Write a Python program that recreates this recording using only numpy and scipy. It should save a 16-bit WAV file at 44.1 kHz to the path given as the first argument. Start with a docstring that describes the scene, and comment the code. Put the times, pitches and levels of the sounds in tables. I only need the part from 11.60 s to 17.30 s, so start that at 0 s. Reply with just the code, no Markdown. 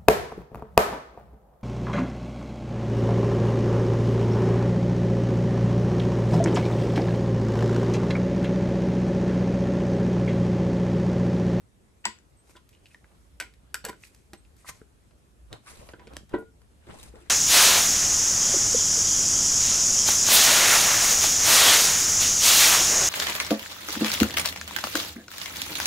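"""A low hum and soft air fill a quiet garage; then a steel torque wrench is worked on a cast housing, close by.
The hum is noise plus one sine that swell together; faint high chirps outside the window are short sines.
A rubber glove slides on the casting: shaped hiss and scuff. The wrench clicks over, its socket knocks on
bolt heads and the ratchet ticks: each contact is a tick and rattle of noise over ringing steel modes.
Wrench and glove get a left-right lead and balance that follow the work; the garage adds reflections."""
import sys
import numpy as np
from scipy import signal
from scipy.fft import rfft, irfft
from scipy.io import wavfile
from scipy.ndimage import uniform_filter1d

SR = 44100
rng = np.random.default_rng(int(sys.argv[2]) if len(sys.argv) > 2 else 0)


def wav_out(sig):
    """Save sig, one row per channel (or a flat mono array), as 16-bit PCM at SR to the path in sys.argv[1]."""
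    wavfile.write(sys.argv[1], SR, np.round(np.clip(np.atleast_2d(sig).T, -1, 1) * 32767).astype(np.int16))


N = 251308  # samples

# Room air colour: (frequency [Hz], relative density [dB per Hz])
AIR_SPECTRUM = [(50, -55), (90, 1.5), (146, -14), (175, -9.5), (350, -15), (600, -20.5), (1600, -27.5),
                (5200, -36), (8200, -35), (13000, -40.5), (13700, -64)]
AIR_DB = -61
# Hum noise colour: (frequency [Hz], relative density [dB per Hz])
HUM_SPECTRUM = [(22, -36), (40, -18), (52, 5.5), (59, 51.5), (66, 15.5), (85, -5), (120, -36), (170, -24)]
# Swelling of the hum, before its trim: (time [s], level [dB])
HUM_SWELL = [(0.0, -58), (0.7, -54), (1.19, -59.5), (1.59, -49), (1.97, -54.5), (2.6, -54), (2.9, -50.5),
             (3.4, -54), (4.63, -49), (4.92, -54.5), (5.52, -48.5), (5.7, -56)]
HUM_TRIM_DB, HUM_TONE_HZ, HUM_TONE_DB = -7.0, 59.4, -5.5  # the tone level rides on the swell
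# Likeness of the channels in room air and reflections: (frequency [Hz], left-right likeness [-1 to 1, clipped])
ROOM_LIKENESS = [(60, 0.75), (150, 0.44), (370, 0.42), (920, -0.32), (2290, 0.015), (5700, 0.072),
                 (8400, 1), (10500, 0.72), (14200, -1.1)]

# Whistles outside: (time [s], level [dB], frequency [Hz], length [s])
CHIRPS = [(0.404, -69, 8230, 0.021), (0.424, -68.5, 8200, 0.0084), (0.77, -65, 8200, 0.018),
          (0.787, -60.5, 8230, 0.044), (2.777, -59.5, 8320, 0.046)]

# Decay of the reflections: (frequency [Hz], t60 [s])
GARAGE_T60 = [(200, 0.34), (1000, 0.15), (3000, 0.28), (8000, 0.21), (14000, 0.14)]
GARAGE_DB = -11
# Where the work is heard: (time [s], lead of the left channel [microseconds], left-right balance [dB])
PLACE = [(.5, 116, 3), (.9, 7.6, 0.4), (2.8, 7.3, -0.9), (3.1, 5.2, 1), (3.9, 2.2, 0.5), (4.1, 109, 0.5),
         (4.35, 18, -2), (4.8, 6.6, 1), (5.2, 106, 1.5), (5.6, 107, 2.5)]
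# Frequency-dependent phase lead of the left channel: (frequency [Hz], lead [radians])
PHASE_LEAD = [(5000, 0.45), (9500, 0.023), (11500, 0.8), (14300, 1.5)]
DELAY_S = .0021866  # fixed delay on all wrench and glove sounds

# Fine hiss of rubber on metal: (frequency [Hz], relative density [dB per Hz])
HISS_SPECTRUM = [(900, -20), (1500, -16.5), (2400, -9), (3100, -18), (4200, -13.5), (8300, -12.5),
                 (13300, -19.5), (14000, -55)]
# Duller scuff: (frequency [Hz], relative density [dB per Hz])
SCUFF_SPECTRUM = [(70, -2.5), (120, 5), (240, -14), (370, -3), (650, -8.5), (1200, -10), (2200, -19.5),
                  (4000, -21), (7000, -61)]
# Likeness of the channels in the sliding noise: (frequency [Hz], left-right likeness [-1 to 1])
SLIDE_LIKENESS = [(100, 0.25), (4000, 0.043), (8500, 0.99), (14000, 0.7)]
# Strokes of glove and socket, before the fixed delay:
# (time of full pressure [s], rise [s], hold [s], release [s], hiss level [dB], scuff level [dB])
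STROKES = [(0.896, 0.13, 0.017, 0.14, -63, -63), (1.113, 0.095, 0.016, 0.093, -72, -97),
           (1.315, 0.42, .02, 0.18, -68, -79), (1.49, 0.21, 0.071, 0.18, -80, -65.5),
           (2.042, 0.1, 0.082, 0.13, -92, -68.5), (2.443, 0.1, 0.0076, 0.087, -54, -83),
           (2.533, 0.083, 0.049, 0.38, -70.5, -92), (2.988, 0.059, 0.04, .1, -65, -83.5),
           (3.089, 0.04, 0.0066, 0.021, -37.5, -50), (3.147, 0.04, 0.017, 0.17, -64.5, -62.5),
           (3.934, 0.059, 0.0038, 0.074, -62, -44.5), (4.079, 0.058, 0.023, 0.12, -51.5, -55),
           (4.159, 0.19, 0.16, 0.034, -61, -53.5), (4.393, 0.066, 0.18, 0.04, -106, -55.5),
           (4.566, 0.12, 0.009, 0.059, -61, -53.5), (4.743, 0.065, 0.0062, 0.058, -64.5, -41.5),
           (5.3, 0.13, 0.048, 0.088, -63.5, -47), (5.391, 0.15, 0.096, 0.035, -57.5, -56.5),
           (5.55, 0.14, 0.14, 0.11, -68.5, -57), (5.612, 0.092, 0.0058, 0.045, -74, -86)]
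STROKE_SPAN_DB = 30  # covered by each rise and each release

# Modes of wrench, socket and casting bolted together, before detuning and each contact's ring factor:
# (frequency [Hz], relative level [dB], t60 [s])
STEEL_MODES = [(220.2, 1, 0.087), (264.7, -14, 0.13), (309, 2.5, 0.075), (346, 3, 0.084),
               (443.7, -16, 0.36), (578, 1.5, 0.068), (679, 11, 0.031), (785, -0.5, 0.076),
               (948.4, 0.5, 0.11), (980.6, -0.5, 0.15), (1052, -12.5, 0.25), (1428, -13.5, 0.41),
               (1498, 1.5, 0.072), (1541, -1, 0.095), (1950, -1.5, 0.15), (2123, -19.5, 0.19),
               (2290, -13.5, 0.19), (2550, -4, 0.038), (2945, -5, 0.099), (3254, -21, 0.13),
               (4140, -9, .06), (4620, 3, 0.06), (5580, -11, 0.047), (5600, -16, 0.029), (5870, 3, 0.045),
               (7350, 8, 0.013), (7570, 9, 0.024), (7900, 7.5, 0.056), (8100, -16, 0.034),
               (10680, -22, 0.021)]
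# How well every contact couples into the parts: (frequency [Hz], gain [dB])
COUPLING = [(210, 1.5), (420, 4.5), (950, -2), (1700, 1.2), (4000, -0.5), (9000, -2), (14000, -1)]
# Blows of steel on steel, before the fixed delay: (time [s], level at the spot struck [dB],
# favoured frequency [Hz], fall below it [dB per octave], fall above it [dB per octave],
# contact time [ms], ring length [factor])
BLOWS = [(.4515, -31, 7260, 0.5, 22, .02, 0.096), (0.4516, -24, 945, 10.5, -1.5, 0.18, 0.65),
         (0.46, -37.5, 206.6, 6, 5.5, 0.41, 1.4), (0.893, -50, 300, -6, 4, 0.044, 0.33),
         (1.089, -68.5, 816, 4, -3.5, .03, 0.65), (1.127, -58, 2800, 17, 12, 0.05, 2.1),
         (1.255, -51.5, 2870, 13, 6, 0.088, 0.78), (1.343, -46, 1820, 5, 6, 0.12, 0.36),
         (1.441, -53.5, 1660, 0, 6, 0.26, 0.52), (.585, -57, 6260, 3, 15, .03, .4),
         (1.798, -35.5, 1490, 1, -6.5, 0.25, 0.79), (1.8082, -38, 2270, 1.5, 2, .03, 1.12),
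         (1.936, -58.5, 2170, 10, 2, .03, 0.44), (2.141, -30.5, 1530, 4, -2, 0.033, 0.54),
         (2.248, -35.5, 1570, 2, -3, 0.026, 0.75), (2.2606, -32, 456, 22, 4.5, 0.06, 0.69),
         (2.327, -48.5, 1500, -1, 6.5, .03, 0.66), (2.434, -37.5, 2520, 8.5, 20.5, 0.09, 0.071),
         (2.468, -63, 2230, 7, -3, .03, 1.1), (2.545, -67.5, 462, 10, -3.5, 0.1, 0.64),
         (2.731, -42.5, 790, -6.5, 1, 0.027, 0.67), (2.847, -55, 2740, 16, 11, .2, 0.5),
         (2.964, -71.5, 358, -34, -2.5, 0.034, 0.93), (3.2138, -41.5, 434, -11, 8, 0.45, 0.058),
         (3.213, -52, 1540, 10, 19, 0.22, 0.27), (3.507, -58.5, 297, -16, -0.1, 0.28, 0.75),
         (3.926, -39.5, 3760, 1, 4, 0.051, 0.4), (4.287, -41.5, 510, -4, 0.5, 0.31, 0.37),
         (4.333, -43.5, 1520, -5, 8, 0.033, 0.59), (4.393, -49, 1010, 0, 3.5, 0.17, 1.4),
         (4.469, -46, 483, -14, 1, 0.21, 0.77), (4.533, -41.5, 302, -11, 2.5, 0.035, 0.24),
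         (4.565, -38, 572, -16, -1, 0.097, 0.21), (4.605, -32, 218, 0, 9, 1.2, .1),
         (4.63, -36, 214, 0, 14, 1.5, .1), (3.933, -44, 215, 3, 3, 1.1, 0.32),
         (4.691, -60, 702, 24, 0, .03, 0.68), (4.781, -37.5, 434, -7.5, 6, 0.56, 1.47),
         (4.783, -59, 10000, 9, -4, 0.011, 1.8), (4.821, -32.5, 386, 9, 2.5, 1.55, 0.43),
         (5.015, -57.5, 444, 29, 1.5, 0.046, 0.43), (5.267, -40.5, 369, 7, 6, .1, 0.96),
         (5.286, -40, 490, 45, 6, 0.15, 0.53), (5.386, -50, 8000, 4, -2, .02, 0.082),
         (5.428, -56.5, 360, -9, -2.5, 0.038, 0.93), (5.536, -35, 490, -2, 22, 0.18, 0.36),
         (5.554, -45.5, 416, -2, 3.4, 0.082, 0.82), (5.61, -48.5, 335, 14, 15, 0.081, 1.4)]
BLOW_BUILD_MS = 0.19
# Contacts with a softer onset, swelling over about 0.5 to 8 ms, before the fixed delay:
# (time [s], level [dB], favoured frequency [Hz], fall below it [dB per octave],
# fall above it [dB per octave], contact time [ms], ring length [factor], build-up [ms])
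SOFT_ONSETS = [(.438, -26, 2560, 15, 18, .1, 1.4, 4.6), (.948, -42.5, 1500, -1, 15, .08, 0.51, 4.2),
               (.958, -41.5, 3500, 15, 8, .05, 0.62, 4), (.96, -42.5, 970, 4, -0.5, 0.13, 0.56, 3.8),
               (1.301, -51, 2500, 10, 11, 0.1, 1.15, 3.3), (2.238, -38, 4220, -4, 7, .05, 0.49, 3),
               (2.272, -40, 890, -1, 6, .05, 0.75, 4.6), (2.282, -30.5, 954, -1.5, 0, .04, 0.49, 2.7),
               (2.291, -31, 2150, -6, -2.5, 0.057, 0.23, 2.8), (3.043, -38, 1210, 5, 18, .05, 0.46, 1.2),
               (3.06, -44.5, 2050, 7, 18, .05, 0.87, 3.3), (3.08, -32.5, 1190, 10, 9, .05, 0.71, 3.7),
               (4.054, -42.5, 1140, 16, 4, .05, 3, 8.2), (4.731, -31, 1400, -3, 2.5, 0.54, 1.18, 3.8),
               (4.736, -16, 328, 6.5, 6, 0.96, 0.63, 1.45), (4.738, -20.5, 676, 17, 11, 0.43, .4, 0.55),
               (4.75, -43, 1920, 16, 23, 0.47, 0.71, 2.1)]
FAVOUR_DB, FAVOUR_OCTAVES = 10.5, .2  # full lift at the favoured frequency, and its width
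RING_DB, RING_PER_DB = -11.5, 0.25  # ring trim for a -34 dB blow; extra ring per dB above that, less below
TICK_DB, TICK_T60 = 15, .006  # t60 in s
RATTLE_DB, RATTLE_T60 = 2, 0.087  # before softness and ring factor; t60 in s
SOFT_DB_PER_MS = 8  # soft contacts rattle less
# Hard contacts shake loose joints, which smear the modes mostly above this pitch
LOOSE_HZ, LOOSE_SHARE, SOFT_MS = 1100, .96, .3


def gain_of(db):
    """Decibels to amplitude."""
    return 10 ** (np.asarray(db) / 20)


def evened(x):
    """Scales to rms 1."""
    return x / np.sqrt(np.mean(x ** 2) + 1e-20)


def read(points, hz):
    """Reads a table of values on a log-frequency axis."""
    f, value = np.transpose(points)
    return np.interp(np.log(hz + 1), np.log(f + 1), value)


def add(mix, s, sound):
    """Mixes a two-channel sound in at time s."""
    part = mix[:, round(s * SR):][:, :sound.shape[1]]
    part += sound[:, :part.shape[1]]


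def noise(spectrum, likeness, patchy_db, size):
    """Two-channel noise of rms 1 from random short-time spectra with drifting patches."""
    frames, hz = N // (size // 4) + 5, np.fft.rfftfreq(size, 1 / SR)
    a, b, c, d, patches = rng.standard_normal((frames, len(hz), 5)).T
    patches = uniform_filter1d(patches, size=10, axis=0)  # across frequency
    patches = evened(uniform_filter1d(patches, size=8, axis=1))  # across time
    like = np.clip(read(likeness, hz), -1, 1)[:, None]
    left = a + 1j * b
    right = like * left + np.sqrt(1 - like ** 2) * (c + 1j * d)
    z = np.array([left, right]) * gain_of(read(spectrum, hz)[:, None] + patchy_db * patches)
    return evened(signal.istft(z, nperseg=size, noverlap=size - size // 4)[1][:, :N])


def room_air():
    """Broad air noise at one level, under a lumpy hum of narrow noise and a sine that swell together."""
    air = gain_of(AIR_DB) * noise(AIR_SPECTRUM, ROOM_LIKENESS, patchy_db=1.6, size=1024)
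    t = np.arange(N) / SR
    s, db = np.transpose(HUM_SWELL)
    swell = gain_of(np.interp(t, s, db) + HUM_TRIM_DB)
    lumpy = noise(HUM_SPECTRUM, ROOM_LIKENESS, patchy_db=3.0, size=4096)
    tone = gain_of(HUM_TONE_DB) * np.sin(2 * np.pi * HUM_TONE_HZ * t)
    return air + swell * (lumpy + tone)


def garage(x):
    """Sparse reflections of random sign, each band dying at its own speed."""
    taps = np.zeros((3, SR // 2))
    jitter = rng.integers(0, 20, (3, (SR // 2 - 151) // 20))
    at = np.arange(150, SR // 2 - 20, 20) + jitter  # one reflection in every 20 samples
    np.put_along_axis(taps, at, rng.choice([-1., 1.], at.shape), 1)
    hz, t, z = signal.stft(taps, SR, nperseg=256)
    like = np.clip(read(ROOM_LIKENESS, hz), 0, 1)[:, None]
    z = np.sqrt(like) * z[0] + np.sqrt(1 - like) * z[1:]  # shared part and each channel's own
    decay = gain_of(-60 * t / read(GARAGE_T60, hz)[:, None])
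    tail = signal.istft(z * decay, SR, nperseg=256)[1]
    return signal.fftconvolve(x, tail / np.linalg.norm(tail[0]), axes=1)[:, :N]


def placed(x, s):
    """Spreads a sound over two channels: a fixed delay, the left channel's lead and the balance at time s."""
    at, lead_us, pan_db = np.transpose(PLACE)
    half = np.array([[.5], [-.5]])  # left and right share each difference
    f = np.fft.rfftfreq(x.shape[-1], 1 / SR)
    advance_s = half * np.interp(s, at, lead_us) / 1e6 - DELAY_S
    turn = 2 * np.pi * f * advance_s + half * read(PHASE_LEAD, f)
    return irfft(rfft(x) * np.exp(1j * turn), x.shape[-1]) * gain_of(half * np.interp(s, at, pan_db))


def chirps():
    """Faint high whistles from outside: steady sines that open quickly and close more gently."""
    mix = np.zeros((2, N))
    for s, db, hz, length in CHIRPS:
        t = np.arange(0, length, 1 / SR)
        envelope = np.sin(np.pi * (t / length) ** 0.28)
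        add(mix, s, np.ones((2, 1)) * gain_of(db) * np.sin(2 * np.pi * hz * t) * envelope)
    return mix


def slides():
    """Rubber on metal: a fine hiss and a duller scuff, both roughened by tiny slips."""
    fast = evened(uniform_filter1d(rng.standard_normal(N), size=200))
    slow = evened(uniform_filter1d(rng.standard_normal(N), size=1200))
    slips = gain_of(1.25 * fast + 0.39 * slow)
    hiss = slips * noise(HISS_SPECTRUM, SLIDE_LIKENESS, patchy_db=2.0, size=256)
    scuff = slips * noise(SCUFF_SPECTRUM, SLIDE_LIKENESS, patchy_db=4.0, size=512)
    mix = np.zeros((2, N))
    for s, rise, hold, release, hiss_db, scuff_db in STROKES:
        corners = s + np.cumsum([-rise, rise, hold, release])
        at = np.arange(round(corners[0] * SR), min(round(corners[-1] * SR), N))
        pressure = gain_of(STROKE_SPAN_DB * np.interp(at / SR, corners, [-1, 0, 0, -1]))
        stroke = pressure * (gain_of(hiss_db) * hiss[:, at] + gain_of(scuff_db) * scuff[:, at])
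        add(mix, corners[0], placed(stroke, s))
    return mix


def causal_colour(gain):
    """Minimum-phase spectrum of a gain curve: folding its cepstrum makes the colour causal."""
    cepstrum = irfft(np.log(gain))
    middle = len(cepstrum) // 2
    cepstrum[1:middle] *= 2
    cepstrum[middle + 1:] = 0
    return np.exp(rfft(cepstrum))


def steel_ring(t, reach_db, contact_ms, length, build, chance):
    """Decaying steel modes in close pairs that beat, smeared when a hard contact shakes loose joints."""
    hz, mode_db, t60 = np.transpose(STEEL_MODES + STEEL_MODES)[:, :, None]
    count = len(hz)
    detune, spread_db = chance[:2 * count].reshape(2, -1, 1)
    hz = hz * (1 + .007 * detune)  # grip and load shift the modes a little
    rise = 1 - np.exp(-t * hz / 6.1)  # a mode builds over about six cycles
    ring = gain_of(reach_db(hz) + mode_db + 2 * spread_db - 60 * t / (t60 * length))
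    steps = chance[2 * count:][:count * 80].reshape(-1, 80)
    wander = signal.resample(steps, len(t), axis=1)
    loose = LOOSE_SHARE * np.clip(2 * np.log2(hz / LOOSE_HZ), .15, 1)
    loose = loose / (1 + (contact_ms / SOFT_MS) ** 4) * np.minimum(t / .005, 1)
    ring = ring * build * (np.sqrt(1 - loose ** 2) + loose * wander)
    fade = np.cos(np.pi / 2 * t / t[-1])
    return (rise * ring * np.sin(2 * np.pi * hz * t)).sum(0) * fade


def contact_noise(t, contact_ms, length, build, chance):
    """A sharp tick and a longer rattle: random-sign impulses under two decays."""
    t = t[:2048]
    bumps = np.interp(t, np.linspace(0, t[-1], num=24), chance[-2072:-2048])
    knocks_db = 6 * np.minimum(t / .006, 1) * bumps  # loose parts touch again unevenly
    tick = gain_of(TICK_DB - 60 * t / TICK_T60)
    rattle_db = RATTLE_DB - SOFT_DB_PER_MS * contact_ms + knocks_db
    rattle = gain_of(rattle_db - 60 * t / (RATTLE_T60 * length))
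    return np.sign(chance[-2048:]) * build[:len(t)] * (tick + rattle)


def blow(db, favoured_hz, below_db, above_db, contact_ms, length, build_ms, chance):
    """One contact: coloured tick and rattle, and the modes ringing as strongly as the blow reaches them."""
    t = np.arange(9216) / SR
    length = np.clip(length, .05, 3)
    build = (1 - np.exp(-1000 * (t + 1 / SR) / max(build_ms, 1e-3))) ** 2

    def reach_db(hz):
        """Drive at a frequency: falls away from the favoured spot, which is lifted more by firm blows."""
        octaves = np.log2(np.clip(hz, COUPLING[0][0], COUPLING[-1][0]) / favoured_hz)
        fall_db = np.where(octaves < 0, -below_db, above_db) * octaves
        # a long contact cannot drive the treble
        fall_db = fall_db + 10 * np.log10(1 + (hz * contact_ms / 1000) ** 4)
        lift_db = FAVOUR_DB * np.clip((db + 85) / 45, .3, 1) * np.exp(-(octaves / FAVOUR_OCTAVES) ** 2)
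        return db + read(COUPLING, hz) - fall_db + lift_db

    ring = steel_ring(t, reach_db, contact_ms, length, build, chance)
    ring = gain_of(RING_DB + RING_PER_DB * (db + 34)) * ring
    contact = contact_noise(t, contact_ms, length, build, chance)
    f = np.fft.rfftfreq(len(t), 1 / SR)
    tilt = np.sqrt(4000 / (f + 200)) * (f + 5) / (f + 600)  # thins the bass and eases the treble
    colour = causal_colour(gain_of(reach_db(f)) * tilt)
    return ring + irfft(rfft(contact, len(t)) * colour)


def wrench():
    """All sharp blows and softer-onset contacts of wrench, socket and ratchet."""
    mix = np.zeros((2, N))
    rows = [row + (BLOW_BUILD_MS,) for row in BLOWS] + SOFT_ONSETS
    for (s, *row), chance in zip(rows, rng.standard_normal((len(rows), 7000))):
        add(mix, s, placed(blow(*row, chance), s))
    return mix


def scene():
    """Wrench, glove and chirps, their reflections and the room."""
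    sources = wrench() + slides() + chirps()
    return sources + gain_of(GARAGE_DB) * garage(sources) + room_air()


def record(dry):
    """A steep linear-phase low-pass at 14400 Hz closes the top of the band."""
    low_pass = signal.firwin(255, 14400, window=("kaiser", 7), fs=SR)
    return signal.oaconvolve(dry, low_pass[None], "same")


dry = scene()
out = record(dry)
wav_out(out)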